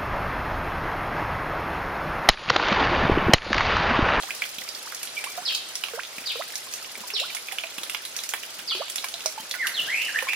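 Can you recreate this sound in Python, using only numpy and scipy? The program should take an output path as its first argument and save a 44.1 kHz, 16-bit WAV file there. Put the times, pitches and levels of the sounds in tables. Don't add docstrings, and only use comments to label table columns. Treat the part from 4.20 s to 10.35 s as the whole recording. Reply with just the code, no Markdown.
import sys
import numpy as np
from scipy import signal
from scipy.fft import rfft, irfft, next_fast_len
from scipy.io import wavfile
from scipy.ndimage import uniform_filter1d, map_coordinates

SR = 44100
rng = np.random.default_rng(int(sys.argv[2]) if len(sys.argv) > 2 else 0)


def store_wav(level_fs):
    pcm = np.round(np.clip(np.atleast_2d(level_fs), -1, 1) * 32767)
    wavfile.write(sys.argv[1], SR, pcm.T.astype(np.int16))


N = 271215

# hz, density_db_per_hz
PLOP_SPECTRUM = [(250, -11), (600, 0), (1100, 13.5), (1800, -2.5), (4000, -6)]


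def amp(db):
    return 10 ** (np.asarray(db) / 20)


def unit(x):
    return x / np.sqrt(np.mean(x ** 2) + 1e-20)


def along(points, hz):
    f, v = np.transpose(points)
    return np.interp(np.log(hz + 1), np.log(f + 1), v)


def wobble(rate_hz, size):
    knots = rng.standard_normal(int(size * rate_hz / SR) + 4)
    return map_coordinates(knots, [np.arange(size) * rate_hz / SR])


def filtered(x, response):
    size = x.shape[-1]
    m = next_fast_len(size + 4096)
    return irfft(rfft(x, m) * response(np.fft.rfftfreq(m, 1 / SR)), m)[..., :size]


def coloured(x, spectrum):
    return unit(filtered(x, lambda hz: amp(along(spectrum, hz))))


def rippled(spectrum, ripple_db):
    hz = np.geomspace(500, 20000, num=40)
    humps = unit(uniform_filter1d(rng.standard_normal(len(hz)), size=2))
    return np.column_stack([hz, along(spectrum, hz) + ripple_db * humps])


def panned(left_over_right_db):
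    return amp([[left_over_right_db / 2], [-left_over_right_db / 2]])


def add(out, start_s, x):
    start = max(round(start_s * SR), 0)
    part = out[:, start:start + x.shape[-1]]
    part += x[..., :part.shape[1]]


def half_angle(alike):
    return np.arccos(np.clip(alike, -1, 1)) / 2


def echo(x, t60s, alike):
    hz, t, z = signal.stft(rng.standard_normal((2, SR // 2)), SR, nperseg=256)
    decay = amp(-60 * t / along(t60s, hz)[:, None])
    a, b = signal.istft(z * decay, SR, nperseg=256)[1]
    turn = half_angle(alike)
    mid, side = np.cos(turn) * a, np.sin(turn) * b
    tail = np.array([mid + side, mid - side])
    return signal.fftconvolve(np.atleast_2d(x), tail / np.linalg.norm(tail[0]), axes=1)


def thin(x):
    return signal.sosfilt(signal.butter(3, 350, "high", fs=SR, output="sos"), x)


def pats():
    # start_s, level_db
    pat_times = [(0.379, -38), (1.18, -40), (1.979, -38), (2.774, -34.5), (3.577, -37.5), (4.383, -37),
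                 (5.197, -38.5), (5.596, -34)]
    # hz, density_db_per_hz
    pat_spectrum = [(60, -29), (120, -21), (190, 2), (300, -3.5), (600, -7.5), (2000, -14)]
    attack_s, width_s = 0.003, 0.0096
    out, t = np.zeros((2, N)), np.arange(SR // 8) / SR
    touch = lambda delay_s: np.exp(-((t - delay_s) / width_s) ** 2)
    shape = (1 - np.exp(-t / attack_s)) * (touch(0.0025) + 0.43 * touch(0.039))
    for start_s, level_db in pat_times:
        noise = coloured(rng.standard_normal(len(t)), pat_spectrum)
        add(out, start_s, amp(level_db) * shape * noise)
    return out


def sing(hz, db, direct_db, near_db, echo_db, alike, waver, flutter_db):
    # hz, t60_s
    near_t60 = [(1000, 0.069), (5000, 0.16)]
    # hz, t60_s
    garden_t60 = [(300, 0.39), (2000, 0.48), (4500, 0.76), (12000, 0.08)]
    size = len(hz)
    pitch_hz = hz * (1 + waver * wobble(506.7, size))
    phase = 2 * np.pi * np.cumsum(pitch_hz) / SR
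    level = amp(db + flutter_db * wobble(310.0, size)) * signal.windows.tukey(size, .12)
    note = level * (np.sin(phase) + amp(-32) * np.sin(2 * phase))
    out = amp(near_db) * echo(note, near_t60, alike)
    out = out + amp(echo_db) * echo(note, garden_t60, alike)
    add(out, 0, amp(direct_db) * note)
    return out


def bird():
    # start_s, level_db, left_over_right_db
    chirp_calls = [(1.25, -25, -1), (2.057, -28, 0), (2.934, -26, -3), (4.474, -26, -2)]
    # time_s from its start, pitch_hz, level_db relative to the call
    chirp_shape = [(0, 5180, 2.5), (.013, 4350, 0.5), (.029, 3502, 2.5), (.046, 2950, -2),
                   (0.065, 2370, -3)]
    # start_s, length_s, first_hz, middle_hz, last_hz, level_db, crest (share of length)
    gliding_notes = [(0.966, 0.0366, 2200, 2380, 1920, -26.4, 0.24),
                     (5.383, 0.081, 2110, 1950, 1100, -20, 0.55),
                     (5.537, .073, 4400, 3423, 2615, -21.5, 0.82),
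                     (5.667, 0.2, 1420, 2516, 2813, -19.5, 0.33),
                     (5.874, 0.037, 2110, 1727, 1500, -28, 0.28),
                     (5.934, .044, 1234, 1793, 1990, -20.5, 0.62),
                     (6.073, .076, 2097, 2644, 2680, -19.5, 0.2)]
    edge_db = -14.5
    out = np.zeros((2, N))
    knots_s, knots_hz, knots_db = np.transpose(chirp_shape)
    t = np.arange(0, knots_s[-1], 1 / SR)
    chirp_hz, chirp_db = np.interp(t, knots_s, knots_hz), np.interp(t, knots_s, knots_db)
    for start_s, level_db, pan_db in chirp_calls:
        chirp = sing(chirp_hz, chirp_db + level_db, direct_db=-8.0, near_db=-0.5, echo_db=-2.6,
                     alike=0.28, waver=0.0444, flutter_db=-1.4)
        add(out, start_s, panned(pan_db) * chirp)
    for start_s, length_s, first_hz, middle_hz, last_hz, level_db, crest in gliding_notes:
        age = np.linspace(0, 1, int(length_s * SR))
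        parabola = np.polyfit([0, .5, 1], [first_hz, middle_hz, last_hz], 2)
        arc_hz = np.polyval(parabola, age)
        swell_db = level_db + edge_db * np.interp(age, [0, crest, 1], [1, 0, 1])
        glide = sing(arc_hz, swell_db, direct_db=-1.5, near_db=-5, echo_db=-2.5,
                     alike=0.57, waver=0.032, flutter_db=2.5)
        add(out, start_s, panned(-1.3) * glide)
    return out


def droplets(rate_hz, centre_hz, spread, cycles, size_spread_db):
    draws = rng.random((int(rate_hz * N / SR), 4))
    start, place = draws[:, :1], draws[:, 1:2]
    size = amp(-size_spread_db * np.log(0.0232 + draws[:, 2:3]))
    pitch_hz = centre_hz * np.exp(spread * rng.standard_normal(size.shape))
    pitch_hz = np.clip(pitch_hz, 300, 15000)
    t = np.arange(SR // 80) / SR
    envelope = size * np.exp(-t * pitch_hz / cycles) * (1 - t / t[-1])
    index = ((start * N).astype(int) + np.arange(len(t))).ravel()
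    lag_s = (draws[:, 3:] - .5) * 0.00038

    def ear(gain, shift_s):
        rings = gain * envelope * np.sin(2 * np.pi * pitch_hz * (t + shift_s))
        return np.bincount(index, rings.ravel(), N)[:N]

    return unit(np.array([ear(np.sqrt(place), 0), ear(np.sqrt(1 - place), lag_s)]))


def spatter(rate_hz, decay_s, size_spread_db):
    # hz, density_db_per_hz
    fizz_spectrum = [(2500, -42.5), (4500, 3.5), (5800, 1), (8200, -3.5), (10000, -0.5), (13000, -5.5),
                     (15200, 1), (16500, -38)]
    out, t = np.zeros((2, N)), np.arange(SR // 20) / SR
    for when, size in rng.random((int(rate_hz * N / SR), 2)):
        hiss = coloured(rng.standard_normal((2, len(t))), rippled(fizz_spectrum, ripple_db=2))
        add(out, when * N / SR, amp(size_spread_db * size ** 2) * np.exp(-t / decay_s) * hiss)
    return unit(out)


def trickle():
    # time_s, babble_db, fizz_db, both before the layer gains
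    flow_levels = [(0.0, -48.5, -41.5), (0.43, -50, -46), (1.2, -49.5, -43), (1.88, -51, -48),
                   (2.55, -50, -43), (2.93, -50.5, -46), (5.39, -50.5, -45.5), (5.52, -48, -46.5),
                   (5.91, -48.5, -41), (6.15, -50, -43)]
    # hz, density_db_per_hz
    babble_spectrum = [(18, -58), (30, -31), (100, -11.5), (165, -10.5), (227, -8), (616, 0.5),
                       (1130, -2.5), (1320, 1), (1810, -2.5), (2980, 0), (5450, -1), (8520, -10),
                       (9710, -5), (14800, -16), (16000, -31)]
    # hz, left-right likeness
    wash_likeness = [(100, 1), (300, 0.76), (1000, 0.39), (2500, 0.21), (5000, 0.37), (14000, 0.19)]
    babble_gain_db, fizz_gain_db = 9, 3
    time_s, babble_db, fizz_db = np.transpose(flow_levels)
    t = np.arange(N) / SR
    babble = amp(np.interp(t, time_s, babble_db + babble_gain_db))
    fizz = amp(np.interp(t, time_s, fizz_db + fizz_gain_db))

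    def mid_side(hz):
        turn = half_angle(along(wash_likeness, hz))
        return np.array([np.cos(turn), np.sin(turn)])

    mid, side = filtered(rng.standard_normal((2, N)), mid_side)
    unsteady = amp(0.03 + 0.68 * wobble(14, N))
    wash = unsteady * coloured(np.array([mid + side, mid - side]), babble_spectrum)
    small = amp(-5.5) * droplets(rate_hz=420, centre_hz=2926, spread=0.3898, cycles=39,
                                 size_spread_db=3.0)
    tiny = amp(-4.5) * droplets(rate_hz=900, centre_hz=7464, spread=0.318, cycles=48,
                                size_spread_db=2.5)
    splashes = amp(-4.0) * spatter(rate_hz=55, decay_s=.008, size_spread_db=10)
    return panned(-1.0) * (babble * wash + thin(babble * small + fizz * (tiny + splashes)))


def bubble(pitch_hz, level, birth_db):
    t = np.arange(len(pitch_hz)) / SR
    phase = 2 * np.pi * np.cumsum(pitch_hz) / SR
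    ring = level * amp(wobble(272, len(t))) * np.sin(phase)
    noise = coloured(rng.standard_normal(len(t)), PLOP_SPECTRUM)
    pop = amp(birth_db - 8.5) * np.exp(-t / 0.0066) * noise
    return (ring + pop) * signal.windows.tukey(len(t), .04)


def bubbles():
    # start_s, life_s, first_hz, last_hz, birth_db, surface_db (relative levels)
    rising = [(.034, 0.064, 790, 1704, -28.5, -38), (0.654, 0.0233, 917, 1610, -38, -39),
              (1.038, .036, 833, 1130, -32, -33), (1.177, 0.059, 715, 1444, -23, -43.5),
              (1.735, 0.063, 461, 2000, -23.5, -28.5), (1.744, 0.015, 1415, 1930, -55, -38),
              (2.155, .059, 470, 1190, -26, -28.5), (2.935, .105, 407, 1188, -29.5, -34),
              (4.549, 0.072, 368, 1020, -22, -26.5)]
    # start_s, pitch_hz, level_db (relative)
    plinks = [(0.2209, 1660, -37), (2.837, 980, -36), (3.325, 782, -34.5), (3.438, 658, -34),
              (4.517, 1330, -30), (4.941, 683, -38), (5.058, 628, -22.5), (5.177, 876, -29.5),
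              (5.196, 3130, -35), (5.352, 1460, -32.5), (6.024, 520, -30.5), (6.069, 1057, -29.5)]
    # hz, gain_db
    bowl_response = [(350, -9), (480, -4.5), (620, 3.5), (790, -10), (1100, -2), (1600, 3), (2300, -3)]
    rising_decay_s, plink_decay_s = 0.016, 0.013
    shoot_power, quiver = 4.68, 0.0512
    burst_age, burst_width = 0.9, 0.22
    out = np.zeros((2, N))
    for start_s, life_s, first_hz, last_hz, birth_db, surface_db in rising:
        t = np.arange(int(1.2 * life_s * SR)) / SR
        age = t / life_s
        pitch_hz = first_hz * (last_hz / first_hz) ** (np.minimum(age, 1.03) ** shoot_power)
        pitch_hz = pitch_hz * (1 + quiver * age * wobble(601, len(t)))
        birth = amp(birth_db) * np.exp(-t / rising_decay_s)
        burst = amp(surface_db) * np.exp(-((age - burst_age) / burst_width) ** 2)
        add(out, start_s, bubble(pitch_hz, birth + burst, birth_db))
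    out = filtered(out, lambda hz: amp(along(bowl_response, hz)))
    t = np.arange(SR // 16) / SR
    for start_s, pitch_hz, level_db in plinks:
        level = amp(level_db) * np.exp(-t / plink_decay_s)
        add(out, start_s, bubble(np.full(len(t), pitch_hz), level, level_db))
    return amp(1) * panned(-5.5) * out


def splash(level_db, hz, spray_db, plop_db):
    # hz, density_db_per_hz
    spray_spectrum = [(500, -27), (1200, -8), (2500, 1.5), (5500, -0.5), (8000, -2), (10500, 6.5),
                      (13000, -3.5), (15500, -14), (17000, -43)]
    attack_s = 0.00051
    tick_s, ring_s, spray_s, plop_s = 0.0017, 0.0036, 0.0053, 0.0043
    tilt_db = 0.056 * spray_db
    t = np.arange(SR // 16) / SR

    def noise(apart):
        return rng.standard_normal(len(t)) + apart * rng.standard_normal((2, len(t)))

    def band(octaves):
        wide, narrow = 2 ** octaves, 2 ** (octaves / 3)
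        return [(hz / wide, -24), (hz / narrow, -3), (hz * narrow, -3), (hz * wide, -24)]

    def burst(db, decay_s, apart, spectrum):
        return amp(db) * np.exp(-t / decay_s) * coloured(noise(apart), spectrum)

    ring = amp(-5 - tilt_db) * np.exp(-t / ring_s) * np.sin(2 * np.pi * hz * t * (1 + 8 * t))
    cluster = burst(-7.5, 3 * tick_s, 0.38, band(octaves=0.69))
    tick = burst(-1.5 + tilt_db, tick_s, 0.47, band(octaves=1.8))
    spray = burst(spray_db, spray_s, 1.0, rippled(spray_spectrum, ripple_db=1.5))
    plop = burst(plop_db, plop_s, 1.0, PLOP_SPECTRUM)
    place = panned(-5 + 1 * np.log2(hz / 3500))
    onset = 1 - np.exp(-t / attack_s)
    return amp(level_db) * place * onset * (ring + cluster + tick + spray + plop)


def drops():
    # start_s, level_db, pitch_hz, spray_db, plop_db (last two relative to level_db)
    loud_drops = [(0.0332, -27.5, 3040, -15, -2), (0.106, -18, 2280, -29, -24),
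                  (0.2203, -13.5, 2210, -46, -36), (.238, -23.5, 3000, -29, -27),
                  (.384, -22, 3050, -27, -35), (0.489, -21, 4620, -49, -37.5),
                  (.549, -23.5, 4590, -34, -28), (0.7466, -21, 5580, -13, -20),
                  (.830, -23, 6150, -0.5, -30), (1.04, -21.5, 2520, -3.5, -18),
                  (1.3491, -13, 4430, -27, -40), (1.554, -18, 5300, -9, -35),
                  (1.6373, -15.5, 2798, -16, -16), (1.6843, -24, 2640, -23, -10),
                  (1.9828, -25.5, 2300, -16, -24), (2.071, -20.5, 4040, -33, -33.5),
                  (2.3552, -19, 5240, -8, -37), (2.5373, -18.5, 6050, -14, -29),
                  (2.902, -22, 2540, -31, -22), (2.9992, -15, 3680, -17, -31), (3.148, -23.5, 5200, 0, -13),
                  (3.1677, -23, 2110, -12, -31), (3.2845, -22.5, 2450, -22, -30),
                  (3.321, -26.5, 2490, 0.5, -9), (3.384, -16.5, 2820, -32, -47),
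                  (3.4371, -21.5, 2350, -31.5, -24), (3.582, -21.5, 2880, -10, -8),
                  (3.633, -24, 3700, -4, -7.5), (3.697, -20, 2600, -5.5, -36),
                  (3.747, -16, 2690, -21, -14.5), (3.851, -24.5, 3740, -3, -24),
                  (3.9644, -21, 5480, -5, -22), (3.989, -19.5, 3714, -36, -35),
                  (4.0356, -21.5, 4930, -6.5, -28), (4.0903, -18, 6320, -7.5, -37.5),
                  (4.1367, -13.5, 2140, -17, -8.5), (4.3909, -26.5, 3120, -29, -27),
                  (4.6987, -23.5, 7600, -3, -25.5), (4.7574, -21.5, 5320, 0, -37),
                  (4.7818, -17.5, 3590, -39, -42), (4.8422, -23.5, 2170, -0.5, -2),
                  (4.8855, -24, 4370, -6, -21), (4.9396, -21, 3820, -23, -24),
                  (5.006, -25, 3160, -23, -34.5), (5.059, -12, 5260, -16.5, -29),
                  (5.311, -16.5, 4060, -12, -42), (5.3396, -19, 1880, -18, -36),
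                  (5.469, -15, 2730, -5.5, -18), (5.9881, -15.5, 2360, -34.5, -32),
                  (6.024, -23.5, 1070, -9, -9), (6.088, -17, 2260, -28, -36), (6.1326, -16, 2220, -21, -18)]
    gap_s, faint_db, spread_db = 0.11, -30, 3
    centre_hz, spread_octaves = 2580, 0.429
    out = np.zeros((2, N))
    for start_s, level_db, pitch_hz, spray_db, plop_db in loud_drops:
        add(out, start_s, splash(level_db, pitch_hz, spray_db, plop_db))
    for start_s in np.arange(0, N / SR, gap_s):
        late, size, pitch = rng.standard_normal(3)
        pitch_hz = centre_hz * 2 ** (spread_octaves * pitch)
        faint = splash(faint_db + spread_db * size, pitch_hz, spray_db=-22, plop_db=-24)
        add(out, start_s + late * gap_s / 2, faint)
    return out


def scene():
    # hz, t60_s
    basin_t60 = [(300, 0.072), (2500, 0.17), (12000, 0.23)]
    splashes, gurgles = thin(drops()), thin(bubbles())
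    basin = echo(amp(-2.5) * splashes + amp(-8) * gurgles, basin_t60, alike=0.033)[:, :N]
    water = splashes + gurgles + basin + trickle()
    lag_s = 5e-5
    ears = np.array([[-1j], [1j]])
    water = filtered(water, lambda hz: np.exp(ears * np.pi * hz * lag_s))
    return water + bird() + pats()


def record(dry):
    top_hz = 16100
    return filtered(dry, lambda hz: hz < top_hz)


dry = scene()
out = record(dry)
store_wav(out)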